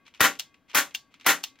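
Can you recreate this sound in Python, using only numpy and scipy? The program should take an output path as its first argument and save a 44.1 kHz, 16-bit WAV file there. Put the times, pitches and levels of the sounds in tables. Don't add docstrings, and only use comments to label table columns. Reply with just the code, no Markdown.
import sys
import numpy as np
from scipy import signal
from scipy.fft import rfft, irfft
from scipy.io import wavfile

SR = 44100
rng = np.random.default_rng(int(sys.argv[2]) if len(sys.argv) > 2 else 0)


def generate_wav(sig):
    pcm = np.round(np.clip(np.atleast_2d(sig).T, -1, 1) * 32767).astype(np.int16)
    wavfile.write(sys.argv[1], SR, pcm)


N = 70560
T = np.arange(N) / SR
FREQS_HZ = np.maximum(np.fft.rfftfreq(N, 1 / SR), 1)

# t/s, length/s, level/dB
SCRAPES = [(0.049, 0.042, -59), (0.678, 0.049, -57), (1.101, 0.054, -67.5)]
# t/s, level/dB
RATCHET_TICKS = [(0.0650, -48.5), (0.0790, -46.5), (0.139, -48), (0.1465, -44.5), (0.1550, -51),
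                 (0.1650, -53.5), (0.1740, -53.5), (0.3530, -43), (0.542, -51.5), (0.697, -44.5),
                 (0.705, -50.5), (0.7140, -45), (0.7314, -44.5), (0.908, -47.5), (1.1404, -45),
                 (1.1978, -49), (1.2100, -45), (1.2170, -53.5), (1.2310, -55), (1.2450, -42.5),
                 (1.407, -49), (1.5560, -56.5), (1.5880, -49.5)]
# t/s, length/s, level/dB
HAMMER_SWINGS = [(0.1964, 0.02, -30.5), (0.738, 0.0057, -41), (1.252, 0.0126, -34.5)]
# t/s, crack/dB, snap/dB, blare/dB, thump/dB, blare hold/s, tilt/(dB/octave)
CAP_SHOTS = [(0.2066, -14.5, -5.5, -17.5, -34.5, 0.048, 0), (0.7487, -19, -15, -19, -51.5, 0.037, 1.24),
             (1.2646, -16.5, -7.5, -17.5, -41, 0.04, 0.5)]
# t/s, click/dB, ring/dB, room/dB
TRIGGER_RETURNS = [(0.3960, -22.5, -36.5, -37.5), (0.9484, -25.5, -26, -38.5), (1.4384, -23, -30.5, -37.5)]
# f/Hz, relative density/dB
AIR_SPECTRUM = [(25, -21), (60, -15), (130, -10), (200, -12), (270, -5), (380, -16), (700, -19),
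                (1500, -24), (3200, -28), (5200, -38), (9000, -48), (16000, -42)]
CYLINDER_SPECTRUM = [(500, -24.5), (900, -6.5), (1700, -7), (2300, 1.5), (3000, -0.5), (4100, -7.5),
                     (6800, -17.5), (10000, -31), (14500, -30.5), (16000, -41)]
HAMMER_SPECTRUM = [(180, -46), (300, -11), (1430, -5), (2100, -10.5), (4990, -13), (8360, -40),
                   (15000, -34.5), (16000, -50)]
CRACK_SPECTRUM = [(59, -35), (100, -4.5), (705, -13), (1420, 3.5), (1720, -6.5), (1950, 3), (2220, -5.5),
                  (3700, -11), (4290, -13), (6700, -16), (7290, -23.5), (12700, -14), (16000, -15)]
ECHO_SPECTRUM = [(60, -46), (130, -29), (180, -23), (280, -13.5), (380, -13), (500, -10.5), (680, -11),
                 (900, -7.5), (1300, -4.5), (1900, 0), (2400, -5.5), (3500, -9), (5300, -15.5), (6700, -13),
                 (9300, -22), (12500, -15), (15500, -20.5)]
CLICK_SPECTRUM = [(300, -30), (800, -7.5), (1100, -15), (2400, -7), (2900, -2.5), (3600, -1.5),
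                  (6500, -8.5), (9400, -19), (12000, -18), (15000, -10), (16000, -17)]
# f/Hz, level/dB, t60/s
FRAME_RING = [(1125, -2, 2.2), (1579, -6, 1.4), (1610, -3, 1.5), (2084, -3, 2.0), (2487, -5, 1.8),
              (2649, -6, 1.0), (3268, -6, 1.6), (3833, -12, 1.4)]
# f/Hz, level/dB, t60/s
TRIGGER_RING = [(2780, 1.5, 0.041), (2914, -3, 0.016), (3155, -4, 0.041), (3503, -14.5, 0.088),
                (5000, -11.5, 0.021), (6560, -10, 0.033), (4600, -33, 0.3), (3620, -43, 0.42)]
# f/Hz, level/dB
ROOM_RING = [(178, -14), (262, -12), (292, -6), (571, -6), (789, -3.5), (1011, -7.5), (1128, -0.5),
             (1309, -8), (1402, 6), (1496, -4.5), (1542, 0.5), (1830, -1), (1906, -1), (1973, -3.5)]
# f/Hz, t60/s
ROOM_DECAY = [(100, 0.32), (280, 0.26), (700, 0.21), (1600, 0.16), (3500, 0.18), (7000, 0.18),
              (15000, 0.13)]
# f/Hz, side minus mid/dB
STEREO_WIDTH = [(100, -9), (1000, -15.5), (3000, -12.5), (4600, -19), (5500, 1.5), (7000, 2), (10000, 3.5),
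                (11500, -7.5), (15000, -18)]
# f/Hz, left minus right/dB
BALANCE = [(100, 4), (270, 6.5), (650, 1.8), (1400, 3.6), (2800, 1.4), (5000, .5), (8000, 1.8), (15000, .9)]

TOP_HZ = 16000
CLICK_T60_S, ROOM_RISE_S = 0.022, 0.0058


def undb(db):
    return 10 ** (np.asarray(db) / 20)


def lookup(table, hz=FREQS_HZ):
    points_hz, values = np.array(table, float).T
    return np.interp(np.log(hz), np.log(points_hz), values)


def ramp(start_s, length_s):
    return np.clip((T - start_s) / length_s, 0, 1)


def fade(start_s, t60_s):
    return np.exp(-np.log(1000) * np.maximum(T - start_s, 0) / t60_s)


def hit(start_s, t60_s, hold_s=0):
    return (T >= start_s) * fade(start_s + hold_s, t60_s)


def pan(hz):
    return undb(np.array([[1], [-1]]) * lookup(BALANCE, hz) / 2)


def noise(spectrum):
    gain = undb(lookup(spectrum)) / (1 + (FREQS_HZ / TOP_HZ) ** 40)
    mid, side = rfft(rng.standard_normal((2, N))) * gain / np.sqrt(np.mean(gain ** 2))
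    return irfft(mid * pan(FREQS_HZ) + np.array([side, -side]) * undb(lookup(STEREO_WIDTH)), N)


def tone(hz):
    return np.sqrt(2) * np.sin(2 * np.pi * (hz * T + rng.random())) * pan(hz)


def ring(modes, start_s):
    return sum(undb(db) * tone(hz) * hit(start_s, t60_s) for hz, db, t60_s in modes)


def highpass(x, hz):
    return signal.sosfilt(signal.butter(2, hz, "high", fs=SR, output="sos"), x)


def tilt(x, db_per_octave, pivot_hz=2000):
    return irfft(rfft(x) * undb(db_per_octave * np.log2(FREQS_HZ / pivot_hz)), N)


def room_fade(x, start_s):
    spectrum, out = rfft(x), 0
    log_centres = np.log([hz for hz, _ in ROOM_DECAY])
    for pick, (_, t60_s) in zip(np.eye(len(log_centres)), ROOM_DECAY):
        band = irfft(spectrum * np.interp(np.log(FREQS_HZ), log_centres, pick), N)
        out = out + band * fade(start_s, t60_s)
    return out


def air(level_db=-68):
    return undb(level_db) * noise(AIR_SPECTRUM)


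def frame(gain_db=-65, split_hz=4.3, twin_db=-5.5, prior_shot_s=-0.31):
    twins = [(hz + split_hz, db + twin_db, t60_s) for hz, db, t60_s in FRAME_RING]
    modes = list(FRAME_RING) + twins
    starts_s = [prior_shot_s] + [shot[0] for shot in CAP_SHOTS]
    spans = zip(starts_s, starts_s[1:] + [np.inf])
    return undb(gain_db) * sum(ring(modes, start_s) * (T < end_s) for start_s, end_s in spans)


def cylinder():
    envelope = sum(undb(db) * np.sin(np.pi * ramp(start_s, length_s))
                   for start_s, length_s, db in SCRAPES)
    return noise(CYLINDER_SPECTRUM) * envelope


def ratchet(rise_s=0.00074, t60_s=0.031, room_db=-12):
    room_t60_s, power = lookup(ROOM_DECAY, hz=3000), 0
    for start_s, db in RATCHET_TICKS:
        decay = np.hypot(hit(start_s, t60_s), undb(room_db) * hit(start_s, room_t60_s))
        power = power + (undb(db) * ramp(start_s, rise_s) * decay) ** 2
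    return noise(CYLINDER_SPECTRUM) * np.sqrt(power)


def hammer():
    envelope = sum(undb(db) * np.sqrt(ramp(start_s, length_s)) * hit(start_s, CLICK_T60_S, length_s)
                   for start_s, length_s, db in HAMMER_SWINGS)
    return noise(HAMMER_SPECTRUM) * envelope


def cap_crack(start_s, flash_s=0.0016, flash_db=-5.5):
    flash = undb(flash_db) * ((T > start_s - flash_s) & (T < start_s))
    burst = hit(start_s, t60_s=0.015, hold_s=0.009)
    return highpass(noise(CRACK_SPECTRUM) * (flash + burst), hz=107)


def cap_snap(start_s, pulse_s=0.0006, chamber_hz=1318, chamber_db=-11):
    age_s = T - start_s
    pulse = (1 - 2 * age_s / pulse_s) * ((age_s >= 0) & (age_s < pulse_s)) * pan(1 / pulse_s)
    chamber = np.sin(2 * np.pi * chamber_hz * age_s) * hit(start_s, t60_s=0.008) * pan(chamber_hz)
    return highpass(pulse + undb(chamber_db) * chamber, hz=700)


def gas_thump(start_s, hz=99, rise_s=0.0078, t60_s=0.056):
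    envelope = ramp(start_s, rise_s) * fade(start_s + rise_s, t60_s)
    return np.sqrt(2) * np.sin(2 * np.pi * hz * (T - start_s)) * envelope * pan(hz)


def shot_blare(start_s, hold_s, common_echoes, common_share=0.74, swell_db=6, modes_db=-3):
    swell = undb(swell_db * (ramp(start_s, 0.8 * hold_s) - 1))
    release_s = start_s + hold_s
    echoes = np.sqrt(common_share) * common_echoes + np.sqrt(1 - common_share) * noise(ECHO_SPECTRUM)
    modes = sum(undb(db) * tone(hz) * fade(release_s, lookup(ROOM_DECAY, hz)) for hz, db in ROOM_RING)
    blare = room_fade(echoes, release_s) + undb(modes_db) * modes / np.sqrt(len(ROOM_RING))
    return ramp(start_s, ROOM_RISE_S) * swell * blare


def shots():
    out, common_echoes = 0, noise(ECHO_SPECTRUM)
    for start_s, crack_db, snap_db, blare_db, thump_db, hold_s, db_per_octave in CAP_SHOTS:
        crack = undb(crack_db) * cap_crack(start_s)
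        snap = undb(snap_db) * cap_snap(start_s)
        thump = undb(thump_db) * gas_thump(start_s)
        blare = undb(blare_db) * shot_blare(start_s, hold_s, common_echoes)
        out = out + snap + thump + tilt(crack + blare, db_per_octave)
    return out


def trigger(slide_s=0.0069, slide_db=-16.5, bounce_s=0.0076, bounce_db=-9):
    out = 0
    for start_s, click_db, ring_db, room_db in TRIGGER_RETURNS:
        slide = undb(slide_db) * np.sqrt(ramp(start_s - slide_s, slide_s)) * (T < start_s)
        blows = hit(start_s, CLICK_T60_S) + undb(bounce_db) * hit(start_s + bounce_s, CLICK_T60_S)
        echoes = tilt(noise(CLICK_SPECTRUM), db_per_octave=-1)
        room = undb(room_db) * room_fade(echoes, start_s) * ramp(start_s, ROOM_RISE_S)
        click = undb(click_db) * noise(CLICK_SPECTRUM) * (slide + blows)
        out = out + click + undb(ring_db) * ring(TRIGGER_RING, start_s) + room
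    return out


def scene():
    firing = shots() + frame() + hammer()
    small_parts = highpass(trigger() + ratchet() + cylinder(), hz=970)
    return firing + small_parts + air()


def record(dry):
    ceiling = 1.2
    lowpass = signal.ellip(10, 0.2, 80, TOP_HZ, fs=SR, output="sos")
    return signal.sosfilt(lowpass, ceiling * np.tanh(dry / ceiling))


dry = scene()
out = record(dry)
generate_wav(out)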